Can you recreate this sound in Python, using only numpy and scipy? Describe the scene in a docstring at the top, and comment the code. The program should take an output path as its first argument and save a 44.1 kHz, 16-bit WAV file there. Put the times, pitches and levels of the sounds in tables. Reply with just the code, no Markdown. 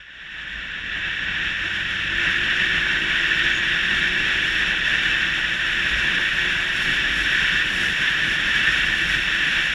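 """A country lane, heard from a camera microphone on the helmet of a rider gathering speed on a single-cylinder motorcycle.
The airstream is shaped noise: it rings the cavities of the camera housing, rumbles and booms close around the helmet
and hisses over the edges, brighter as the speed rises. Gusts change the spray, rumble and boom; one thin whistle passes.
The engine, faint under the wind, is a stack of harmonics climbing slowly in one gear."""
import sys
import numpy as np
from scipy import signal
from scipy.fft import rfft, irfft, next_fast_len
from scipy.io import wavfile
from scipy.ndimage import uniform_filter1d

SR = 44100
rng = np.random.default_rng(int(sys.argv[2]) if len(sys.argv) > 2 else 0)


def materialize(psi):
    """Save the field psi as 16-bit PCM at rate SR to the path in sys.argv[1].

    A 1-D psi becomes a single channel; in a 2-D psi each row is a channel.
    """
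    bounded = np.clip(np.atleast_2d(psi).T, -1, 1)
    quanta = np.round(bounded * 32767).astype(np.int16)
    wavfile.write(sys.argv[1], SR, quanta)


N = 429534
TIME = np.arange(N) / SR   # seconds
FREQS = np.maximum(np.arange(N // 2 + 1) * SR / N, 1)   # Hz

# Strength of the airstream at the helmet, before its sway. Each row: time in seconds, level in dB.
AIRSTREAM = [(0.0, -39), (0.05, -43.5), (0.43, -32.5), (0.84, -30), (1.0, -25), (1.16, -27), (1.54, -24.5),
             (2.06, -24), (2.25, -21), (5.07, -21), (5.24, -22), (6.78, -21), (7.24, -22), (7.35, -20.5),
             (8.24, -21.5), (8.71, -19.5), (9.0, -21), (9.74, -21)]
# Engine speed, and with it road speed. Each row: time in seconds, firings per second.
FIRING_RATE = [(0, 37), (1.2, 44), (1.7, 46.2), (2.3, 49.3), (2.7, 52.7), (3.1, 54.9), (3.5, 57.2),
               (4.0, 60.4), (4.5, 63), (5.0, 65.3), (5.8, 68.1), (6.4, 71.6), (8.0, 78.8), (9.74, 85)]
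# Level of the exhaust note before its colour and roughness. Each row: time in seconds, level in dB.
EXHAUST_LEVEL = [(0, -78), (1.3, -58), (2.4, -45.5), (4.3, -45), (6.0, -48.5), (9.74, -49.5)]
# Gusts. Each row: centre in seconds, length in seconds, then the lift of spray, buffet and boom in dB.
GUSTS = [(0.55, 0.13, 0, 0, 11), (1.002, 0.62, -3, 1.5, 3), (2.15, .35, 0, -1, 5),
         (2.79, 0.14, 0.5, -0.5, 10), (4.554, .3, 1.5, 0, 3.5), (5.103, 0.58, -1.5, 0.5, 1),
         (5.953, .2, 1.5, 4, 8.5), (6.818, .2, 5, 2.5, -4), (7.215, 0.23, 5.5, 2, 6),
         (7.82, 0.31, 5.5, 3.5, 0), (8.303, 0.12, 4, 5.5, 2), (8.87, .14, 2, 0.5, 6),
         (9.105, 0.18, 5, 3, 11.5)]
# Short thin whistle. One row: centre in seconds, length in seconds, pitch in Hz, width in Hz.
WHISTLE = (3.56, .12, 6700, 300)

# Cavities of the camera housing. Each row: centre in Hz, half-power width in Hz, relative level in dB.
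CAVITIES = [(1541, 194, -5.5), (1766, 186, 0.5), (1910, 71, -6), (2296, 190, -7.5), (2661, 189, -4.5),
            (2928, 120, -8), (3180, 157, -9), (3480, 220, -9), (3786, 180, -16.5)]
# Resonances of the edges. Each row: centre in Hz, half-power width in Hz, relative level in dB.
EDGE_MODES = [(4280, 530, 0.5), (5180, 650, -2), (5760, 540, -1), (6650, 440, -4.5), (7210, 440, -4.5)]
# The sharpest edge, which sings. Each row: centre in Hz, half-power width in Hz, relative level in dB.
EDGE_TONE = [(5446, 150, 0)]
# Fine spray of air above the hiss. Each row: centre in Hz, half-power width in Hz, relative level in dB.
SPRAY_MODES = [(7700, 1600, 0), (9060, 1200, -0.5), (10280, 630, 1.5), (11600, 600, -5.5), (12600, 540, -7),
               (13400, 600, -9), (14700, 1300, -16)]
# Colour of the soft middle of the wind. Each row: frequency in Hz, relative level in dB.
BREEZE_COLOUR = [(200, -40), (430, -4.5), (600, -1), (760, -2.5), (1050, 1), (1300, 0.5), (2000, -29),
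                 (4000, -70)]
# Colour of the rumble on the helmet shell. Each row: frequency in Hz, relative level in dB.
BUFFET_COLOUR = [(8, -19), (27, 2.5), (40, 0.5), (66, -7), (105, -6.5), (175, 0), (250, -7.5), (335, -6.5),
                 (420, -15), (600, -17.5), (1300, -33), (3000, -80)]
# Exhaust resonance. Each row: frequency in Hz, gain in dB of a harmonic passing there.
EXHAUST_COLOUR = [(35, -12), (120, -12), (185, -7), (250, -15), (285, -11), (310, -3), (335, 0), (368, 0),
                  (388, -7), (410, -17), (470, -15), (520, -10), (560, -17), (620, -14), (1200, -24)]

CRUISE_FIRING_HZ, CRUISE_DB = 72, -21   # reference road speed and airstream level
HISS_GROWTH, SPRAY_GROWTH = 0.52, 1.2   # dB gained over the rush for each dB of road speed
HISS_FLUTTER_DB, SPRAY_FLUTTER_DB = 0.6, 1.2   # quick unevenness of the air over the edges
BOOM_HZ, BOOM_WIDTH_HZ = 51, 5.2
HUM_HZ, HUM_WIDTH_HZ, HUM_DB = 94, 22, -46   # low resonance of the bike
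FULL_HARMONICS, HARMONIC_LOSS_DB = 7, 2.4   # harmonics above this one fade, by so many dB each
WHISTLE_DB = -46.5
CUTOFF_HZ = 15200


def from_db(db):
    """Decibels to gain."""
    return 10 ** (np.asarray(db) / 20)


def rms_one(x):
    """Scale to unit power."""
    return x / np.sqrt(np.mean(x ** 2) + 1e-20)


def in_time(rows):
    """The value of a two-column curve, sample by sample."""
    seconds, values = np.transpose(rows)
    return np.interp(TIME, seconds, values)


def bell(centre, length):
    """A smooth swell of height 1 around a moment, in seconds."""
    return np.exp(-(2 * (TIME - centre) / length) ** 2)


def colour(points, hz):
    """Gain at the given frequencies, drawn straight in dB over log frequency."""
    at, db = np.transpose(points)
    return from_db(np.interp(np.log(hz), np.log(at), db))


def resonances(modes):
    """Gain of steep-sided resonances whose powers add."""
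    power = 0
    for hz, width, db in modes:
        detune = (FREQS / hz - hz / FREQS) * hz / width
        # half power where detune is 1
        power = power + from_db(db) ** 2 / (1 + (np.sqrt(2) - 1) * detune ** 2) ** 2
    return np.sqrt(power)


def noise(gain):
    """Turbulence of unit power with the given relative gain at each frequency."""
    size = next_fast_len(N, real=True)
    shape = np.interp(np.arange(size // 2 + 1) * SR / size, FREQS, gain)
    spectrum = rfft(rng.standard_normal(size)) * shape
    return rms_one(irfft(spectrum, size)[:N])


def eddies(rate_hz):
    """Random swings of spread 1, up to about the given rate."""
    return noise(1 / (1 + (FREQS / rate_hz) ** 2))


def housing_rush(air_db, flutter_db=0.58, trim_db=0.05, wall_hz=4100):
    """The airstream keeps the cavities ringing; each passing eddy changes how hard it pushes them."""
    wall = 1 / np.sqrt(1 + (FREQS / wall_hz) ** 20)   # the housing wall holds back the treble
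    level_db = air_db + trim_db + flutter_db * eddies(rate_hz=97)
    return from_db(level_db) * noise(resonances(CAVITIES) * wall)


def edge_hiss(air_db, speed_db, gust_db, hiss_db=-22.5, spray_db=-34.0, tone_db=-26.0, hiss_gust_share=0.41):
    """Air tears off the edges and one sings; hiss and finer spray outgrow the rush with speed and follow gusts."""
    edge_db = air_db + HISS_GROWTH * speed_db + hiss_gust_share * gust_db
    flutter = eddies(rate_hz=27)
    hiss = from_db(edge_db + hiss_db + HISS_FLUTTER_DB * flutter) * noise(resonances(EDGE_MODES))
    tone = from_db(edge_db + tone_db) * noise(resonances(EDGE_TONE))
    fine_db = air_db + SPRAY_GROWTH * speed_db + gust_db + spray_db + SPRAY_FLUTTER_DB * flutter
    spray = from_db(fine_db) * noise(resonances(SPRAY_MODES))
    return hiss + tone + spray


def following(air_db, follow):
    """Airstream level whose distance in dB from cruise is scaled by follow."""
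    return CRUISE_DB + follow * (air_db - CRUISE_DB)


def breeze(air_db, speed_db, breeze_db=-22.5, follow=0.89, growth=0.12, flutter_db=1.9):
    """The soft middle of the airstream, between rumble and cavities, fills in as speed rises."""
    level_db = following(air_db, follow) + growth * speed_db + breeze_db
    return from_db(level_db + flutter_db * eddies(rate_hz=25)) * noise(colour(BREEZE_COLOUR, FREQS))


def helmet_buffet(air_db, gust_db, buffet_db=-17, follow=0.95, lumpy_db=1.5):
    """Large eddies rumble unevenly on the shell."""
    level_db = following(air_db, follow) + buffet_db + gust_db
    return from_db(level_db + lumpy_db * eddies(rate_hz=18)) * noise(colour(BUFFET_COLOUR, FREQS))


def helmet_boom(air_db, gust_db, boom_db=-23.5, follow=0.73, steadiness=0.82):
    """The air around the helmet booms at one low pitch; partly self-sustained, it swells less than free noise."""
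    boom = noise(resonances([(BOOM_HZ, BOOM_WIDTH_HZ, 0)]))
    swell = np.sqrt(np.abs(uniform_filter1d(boom ** 2, size=SR // 10)) + 1e-6)   # over 0.1 s
    steadied = rms_one(boom / swell ** steadiness)
    return from_db(following(air_db, follow) + boom_db + gust_db) * steadied


def gusts():
    """Each gust swells and passes smoothly; returns the summed lift in dB of spray, buffet and boom."""
    return sum(np.outer(lifts_db, bell(centre, length)) for centre, length, *lifts_db in GUSTS)


def engine(firing_hz, wobble=0.0016, rough_db=2.5, count=14):
    """Harmonics of the firing rate climb through the exhaust resonance; the second also hums in the bike."""
    uneven_hz = firing_hz * (1 + wobble * eddies(rate_hz=4.8))
    phase = 2 * np.pi * np.cumsum(uneven_hz) / SR
    exhaust = 0
    for k in range(1, count + 1):
        loss_db = HARMONIC_LOSS_DB * max(k - FULL_HARMONICS, 0)
        gain = colour(EXHAUST_COLOUR, k * firing_hz) * from_db(-loss_db)
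        exhaust = exhaust + gain * np.sin(k * phase + rng.uniform(0, 2 * np.pi))
    level_db = in_time(EXHAUST_LEVEL) + rough_db * eddies(rate_hz=6.5)
    hum_gain = from_db(HUM_DB) * np.exp(-(2 * (2 * firing_hz - HUM_HZ) / HUM_WIDTH_HZ) ** 2)
    hum = hum_gain * np.sin(2 * phase)
    return np.sqrt(2) * (from_db(level_db) * exhaust + hum)   # root 2 gives a sine unit power


def whistle():
    """A narrow band of noise comes and goes in a moment as a thin whistle."""
    centre, length, hz, width = WHISTLE
    return from_db(WHISTLE_DB) * bell(centre, length) * noise(resonances([(hz, width, 0)]))


def scene(sway_db=0.7):
    """One swaying airstream on housing and helmet, over the engine."""
    air_db = in_time(AIRSTREAM) + sway_db * eddies(rate_hz=4)
    firing_hz = in_time(FIRING_RATE)
    speed_db = 20 * np.log10(firing_hz / CRUISE_FIRING_HZ)
    spray_db, buffet_db, boom_db = gusts()
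    housing = housing_rush(air_db) + edge_hiss(air_db, speed_db, spray_db) + whistle()
    helmet = breeze(air_db, speed_db) + helmet_buffet(air_db, buffet_db) + helmet_boom(air_db, boom_db)
    return (housing + helmet + engine(firing_hz))[None]


def record(dry):
    """The ends are eased over 3 ms, then the top is cut steeply."""
    ease = np.clip(np.minimum(TIME, TIME[-1] - TIME) / 0.003, 0, 1)
    top_cut = signal.ellip(12, 0.1, 80, CUTOFF_HZ, fs=SR, output="sos")
    return signal.sosfilt(top_cut, dry * ease)


dry = scene()
out = record(dry)
materialize(out)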